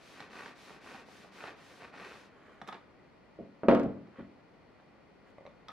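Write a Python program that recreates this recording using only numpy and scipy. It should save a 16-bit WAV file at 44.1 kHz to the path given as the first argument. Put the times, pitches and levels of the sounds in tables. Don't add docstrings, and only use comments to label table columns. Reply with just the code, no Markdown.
import sys
import numpy as np
from scipy import signal
from scipy.fft import rfft, irfft
from scipy.io import wavfile
from scipy.ndimage import uniform_filter1d

SR = 44100
rng = np.random.default_rng(int(sys.argv[2]) if len(sys.argv) > 2 else 0)


def master(y):
    cut = np.clip(np.atleast_2d(y).T, -1, 1)
    pcm = np.round(cut * 32767)
    wavfile.write(sys.argv[1], SR, pcm.astype(np.int16))


N = 252238
T = np.arange(N) / SR
RING_T = T[:SR]

# (start [s], hiss level [dB], grip time [s], grip half-length [s], chatter level [dB])
STROKES = [(-.01, -64.5, 0.22, 0.055, -50.5), (0.294, -63, .41, 0.1, -48), (0.547, -64, 0.74, 0.09, -58.5),
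           (0.803, -64, .93, 0.098, -49.5), (1.051, -65.5, 1.23, 0.037, -64), (1.31, -64, 1.46, 0.068, -46),
           (1.55, -66.5, 1.842, 0.027, -47.5), (1.927, -65.5, 2.02, 0.12, -46.5)]
# (frequency [Hz], level [dB])
HISS_TONE = [(200, -6.5), (600, 1), (1250, 0), (2300, 2), (2900, -1), (3500, -1), (4400, -3.5), (6000, -10),
             (7500, -21), (15000, -46)]
# (frequency [Hz], level [dB])
FINE_HISS_TONE = [(1500, -9), (4000, -3.5), (6000, -3), (7800, -7.5), (10300, -10), (13000, -18),
                  (15500, -22)]
# (frequency [Hz], level [dB])
RASP_TONE = [(80, -24), (200, -8), (380, -3), (550, -5), (780, -3), (1150, 0), (1650, -2.5), (2150, -4),
             (2800, -12.5), (3700, -14), (5000, -22.5), (9000, -41), (15000, -58)]
# (frequency [Hz], level [dB])
SHAKE_TONE = [(40, -34), (110, -13), (200, -7), (290, -5), (390, -6.5), (550, -12.5), (800, -8.5),
              (1600, -26.5), (6000, -61)]
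# (frequency [Hz], level [dB], fade time [s])
BLADE_NOTES = [(1010, -12, 0.23), (1168, -2, 0.075), (1262, 7, 0.07), (1750, -13, 0.088),
               (2160, -10.5, 0.044), (2580, -15, 0.033), (3350, -7, 0.031), (3620, 0.5, 0.015),
               (4400, -32, .018), (4700, -10.5, 0.016), (5400, -22, 0.054), (5900, -22, .016)]
# (time [s], level [dB], brightness [dB/octave], clink against clack [dB])
BLADE_CLACKS = [(.204, -39.5, 4, -13), (.422, -46, 2, -20), (.46, -40, 2.5, -13), (.705, -44.5, -7, -12),
                (.945, -43, -4.5, -13), (1.086, -52, -8.5, -9), (1.245, -50, -8, -14),
                (1.439, -36.5, -3, -5), (1.479, -42, 1.5, -5), (1.593, -54.5, -11, -12),
                (1.82, -44.5, 0.5, -9), (1.938, -46, -2, -9), (2.012, -47, -5, -6), (2.6154, -37, 1.5, -5),
                (2.6756, -45.5, 8, -9), (2.6878, -32.5, -1.5, 6), (2.7261, -38, 1.5, -6),
                (2.744, -45, -1, -12), (4.072, -56.5, -0.5, -9), (4.1943, -47.5, -3.5, -5),
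                (5.4643, -47, 0.5, -10), (5.684, -39, 6, 11), (5.69, -37.5, -3, 7.5),
                (5.7032, -48, 3.5, -11)]
# (time [s], level [dB], contact cut-off [Hz])
TABLE_KNOCKS = [(3.3883, -30.5, 650), (3.6339, -21.5, 2380), (3.7126, -11, 5020), (3.8404, -19.5, 440),
                (4.1864, -31.5, 452)]
# (frequency [Hz], level [dB], fade time [s])
TABLE_NOTES = [(197, 1, .47), (226, -1, .36), (243, 4, .4), (256, -8, .4), (289, 3, .46), (317, -9, .4),
               (412, -7.5, .33), (436, -12, .36), (471, -7, .33), (502, -5, .4), (550, 1, .42),
               (580, -9, .38), (636, -6, .33), (672, 2.5, .38), (727, -15, .3), (841, -14, .45),
               (922, -7.5, .28), (1097, -13, .33), (1204, -19, .28), (1281, -14, .26), (1391, -20, .33),
               (1427, -17, .3), (1583, -27, .36), (1943, -22, .3), (2430, -26, .28), (2890, -31, .28)]
# (frequency [Hz], level [dB])
THUD_TONE = [(25, -52), (55, -22), (90, -19), (155, -15), (205, 1.5), (350, -1.5), (660, -4), (800, -15),
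             (1250, -15), (1750, -24), (2500, -27.5), (4500, -41), (7000, -58), (15000, -80)]
# (frequency [Hz], level [dB])
BOOM_TONE = [(30, -44), (55, -12), (90, -8), (130, -1), (190, -2), (300, -19), (1000, -72.5)]
# (frequency [Hz], level [dB])
TICK_TONE = [(500, -13.5), (2500, 2), (5500, -3), (7500, -12), (10000, -11.5), (12000, -24), (15000, -37)]
# (middle [s], half-length [s], level [dB], crinkle against rub [dB])
SCUFFS = [(2.49, 0.21, -58.5, -14), (2.686, 0.0093, -43.5, -10), (2.746, 0.03, -50, -25),
          (3.04, 0.022, -67, -32), (4.19, 0.044, -52, -25), (4.4, 0.015, -65.5, -24),
          (4.8, 0.013, -60, -24), (5.289, .03, -60.5, -11.5)]
# (time [s], level [dB])
BOTTLE_TAPS = [(5.3832, -45), (5.409, -52), (5.453, -45.5), (5.475, -48)]
# (frequency [Hz], level [dB], fade time [s])
BOTTLE_NOTES = [(558, -3, 0.028), (1166, -15.5, 0.027), (2070, -18.5, 0.018)]
# (frequency [Hz], level [dB])
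AIR_TONE = [(20, -16.5), (55, -6), (100, -6.5), (200, -0.5), (350, -3.5), (600, -5), (1100, -11.5),
            (1700, -19), (2800, -22), (3700, -28.5), (4900, -31), (7000, -43), (10000, -49.5), (15000, -60)]
# (frequency [Hz], width [Hz], level [dB])
AIR_PEAKS = [(1435, 120, -19), (1963, 390, -15), (2412, 110, -21.5), (4310, 550, -26.5)]
# (frequency [Hz], opposite part against shared part [dB])
STEREO_WIDTH = [(60, -2), (150, -12), (300, -8.5), (600, -9), (1200, -7.5), (4000, -6), (9000, -0.5),
                (14000, -0.5)]


def wiping():
    speed, hiss_gain, chatter = hand_strokes()
    hiss = unit(colour(stereo_noise(N, side_db=0.5) + undb(-4) * slips(3000, 2.8), HISS_TONE))
    fine = unit(colour(stereo_noise(N, side_db=0) + undb(-3) * slips(2500, 2.3), FINE_HISS_TONE))
    fibres = (hiss * speed ** .5 * undb(5) + fine * speed ** .82 * undb(-2.5)) * hiss_gain
    steel_ring = unit(through(slips(600, 2.2), ring(BLADE_NOTES)))
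    scrape = unit(colour(slips(900, 3.06), RASP_TONE))
    rasp = (scrape + undb(-12) * steel_ring) * chatter * undb(-4.5)
    shake = unit(colour(slips(500, 2.3), SHAKE_TONE)) * chatter ** .5 * undb(-38.5)
    rattle = room(rasp + shake, early_db=-3.5, late_db=-7)
    return place(fibres, pan_db=1.2, lag_s=0) + place(rattle, pan_db=.7, lag_s=1e-5)


def hand_strokes(stop_s=2.297, loose_chatter_db=-61):
    speed, hiss_gain, grip = np.zeros((3, N))
    ends = [row[0] for row in STROKES[1:]] + [stop_s]
    for (start, db, grip_s, half_s, grip_db), end in zip(STROKES, ends):
        during = (T >= start) & (T < end)
        progress = np.clip((T - start) / (end - start), 0, 1)
        speed += during * np.sin(np.pi * progress ** .82)
        hiss_gain += during * undb(db)
        grip += during * swell(grip_s, half_s, grip_db)
    speed, hiss_gain, grip = uniform_filter1d(np.array([speed, hiss_gain, grip]), SR // 55)
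    speed = np.clip(speed, 1e-6, 1)
    chatter = (abs(grip) + undb(loose_chatter_db)) * speed ** .14
    return speed, hiss_gain, chatter


def blade_clacks(clack_fade_s=.017, bump_fade_s=.07):
    out, clink = np.zeros((2, N)), ring(BLADE_NOTES)
    rasp, shake = click(RASP_TONE), click(SHAKE_TONE)
    for s, db, brightness, clink_db in BLADE_CLACKS:
        buzz, sway = rng.standard_normal((2, SR))
        clack = unit_hit(through(buzz * fade(clack_fade_s), rasp))
        bump = unit_hit(through(sway * fade(bump_fade_s), shake))
        bump_db = db - 7.5 - .38 * brightness
        add(out, s, undb(db - 8.5) * harden(clack + undb(clink_db) * clink, brightness))
        add(out, s, undb(bump_db) / (1 + undb(clink_db)) * bump)
    return place(room(out, early_db=-2.5, late_db=-3), pan_db=.42, lag_s=3e-5)


def table_knocks():
    out, ticks = np.zeros((2, 2, N))
    thud, tick, wood = unit_hit(click(THUD_TONE)), unit_hit(click(TICK_TONE)), ring(TABLE_NOTES)
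    boom = unit_hit(through(echoes(.6, .4, side_db=-3), click(BOOM_TONE)))
    knocks = list(TABLE_KNOCKS)
    for s, db, contact_hz, tick_db in rocking(count=4):
        knocks.append((s, db, contact_hz))
        add(ticks, s, undb(tick_db) * tick)
    for s, db, contact_hz in knocks:
        rattle = unit_hit(through(echoes(.13, .06, side_db=-2), thud))
        walls = unit_hit(through(echoes(.62, .34, side_db=0), thud))
        body = wood + undb(-6) * thud + undb(-5) * rattle + undb(-3.5) * walls
        boom_gain = 170 / contact_hz
        add(out, s, undb(db - 6) * (soften(body, contact_hz) + boom_gain * boom))
    return place(out + room(ticks, early_db=-4, late_db=-8), pan_db=.53, lag_s=6e-5)


def rocking(count, landing_s=3.6847, first_gap_s=.0647, gap_ratio=.75):
    bounce = np.arange(count)
    gaps = first_gap_s * gap_ratio ** bounce
    times = landing_s + np.cumsum(gaps) - gaps
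    knock_db, tick_db = -3.5 - 8.5 * bounce, -49.5 - 4.5 * bounce
    contact_hz = 9050 * .46 ** bounce
    return zip(times, knock_db, contact_hz, tick_db)


def scuffs():
    rub_gain = sum(swell(s, half_s, db) for s, half_s, db, _ in SCUFFS)
    crinkle_gain = sum(swell(s, half_s, db + crinkle_db) for s, half_s, db, crinkle_db in SCUFFS)
    rub = unit(soften(colour(slips(900, 1.7), RASP_TONE), contact_hz=3500))
    crinkle = unit(colour(slips(3000, 1.8), HISS_TONE))
    crinkle += undb(-8) * unit(colour(slips(2500, 3.1), FINE_HISS_TONE))
    return room((rub * rub_gain + crinkle * crinkle_gain) * undb(-5), early_db=-1, late_db=-6)


def bottle_taps():
    out = np.zeros((2, N))
    for s, db in BOTTLE_TAPS:
        add(out, s, undb(db - 4.5) * ring(BOTTLE_NOTES))
    return room(out, early_db=-8, late_db=-4)


def room_air():
    rush = unit(colour(stereo_noise(N, side_db=4), AIR_TONE))
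    for hz, width_hz, db in AIR_PEAKS:
        b, a = signal.iirpeak(hz, hz / width_hz, fs=SR)
        band = signal.lfilter(b, a, stereo_noise(N, side_db=-5))
        rush += undb(db) * unit(signal.lfilter(b, a, band))
    return place(rush * undb(-60), pan_db=1.5, lag_s=2e-5)


def room(x, early_db, late_db):
    early, late = echoes(.025, .018, side_db=1), echoes(.52, .3, side_db=1)
    early = undb(early_db) * early / np.linalg.norm(early[0])
    late = undb(late_db) * late / np.linalg.norm(late[0])
    return x + through(x, early + late)


def echoes(bass_fade_s, treble_fade_s, side_db):
    spectrum, out = rfft(stereo_noise(SR, side_db)), 0
    octave = np.clip(np.log2((np.arange(SR // 2 + 1) + 1) / 125), 0, 7)
    for k, fade_s in enumerate(np.geomspace(bass_fade_s, treble_fade_s, 8)):
        band = irfft(spectrum * np.maximum(1 - abs(octave - k), 0))
        out = out + band * fade(fade_s)
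    return out


def slips(per_s, spread_db):
    kicks = (rng.random(N) < per_s / SR) * rng.choice([-1, 1], N)
    sizes = undb(spread_db * np.minimum(rng.exponential(size=N), 4))
    return unit(kicks * sizes)


def swell(middle_s, half_s, db, shape=1.58):
    return undb(db) * np.exp(-abs((T - middle_s) / half_s) ** shape)


def ring(notes):
    return unit_hit(sum((-1) ** k * undb(db) * np.sin(2 * np.pi * hz * RING_T) * fade(fade_s)
                        for k, (hz, db, fade_s) in enumerate(notes)))


def fade(fade_s):
    return np.exp(-np.log(1000) * RING_T / fade_s)


def harden(x, db_per_octave):
    return unit_hit(through(x, click([(200, 0), (12800, 6 * db_per_octave)])))


def soften(x, contact_hz):
    lowpass = signal.butter(3, min(contact_hz, SR / 3), fs=SR, output="sos")
    return unit_hit(signal.sosfilt(lowpass, x))


def click(tone):
    cepstrum = irfft(np.log(tone_gains(tone, SR)))
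    cepstrum[1:SR // 2] *= 2
    cepstrum[SR // 2 + 1:] = 0
    return irfft(np.exp(rfft(cepstrum)))


def colour(x, tone):
    size = x.shape[-1]
    return irfft(rfft(x) * tone_gains(tone, size), size)


def tone_gains(tone, size):
    hz, db = np.transpose(tone)
    return undb(np.interp(np.log(np.fft.rfftfreq(size, 1 / SR) + 1), np.log(hz), db))


def through(x, response):
    return signal.fftconvolve(np.atleast_2d(x), np.atleast_2d(response), axes=-1)[:, :x.shape[-1]]


def stereo_noise(size, side_db):
    shared, side = rng.standard_normal((2, size))
    side = undb(side_db) * colour(side, STEREO_WIDTH)
    return np.array([shared + side, shared - side])


def place(x, pan_db, lag_s):
    left, right = np.broadcast_to(x, (2, N))
    return np.array([np.interp(T - lag_s, T, left) * undb(pan_db / 2), right * undb(-pan_db / 2)])


def add(out, s, sound):
    start = int(s * SR)
    out[:, start:start + sound.shape[-1]] += sound[..., :N - start]


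def undb(db):
    return 10 ** (np.asarray(db) / 20)


def unit(x):
    return x / np.sqrt(np.mean(x ** 2))


def unit_hit(x):
    return x / np.sqrt(np.mean(np.sum(x ** 2, axis=-1)) / (SR / 100))


def scene():
    return wiping() + blade_clacks() + table_knocks() + scuffs() + bottle_taps() + room_air()


def record(dry, bass_hz=35, top_hz=15550):
    thinned = signal.sosfilt(signal.butter(2, bass_hz, "high", fs=SR, output="sos"), dry)
    return signal.sosfilt(signal.ellip(10, .2, 70, top_hz, fs=SR, output="sos"), thinned)


dry = scene()
out = record(dry)
master(out)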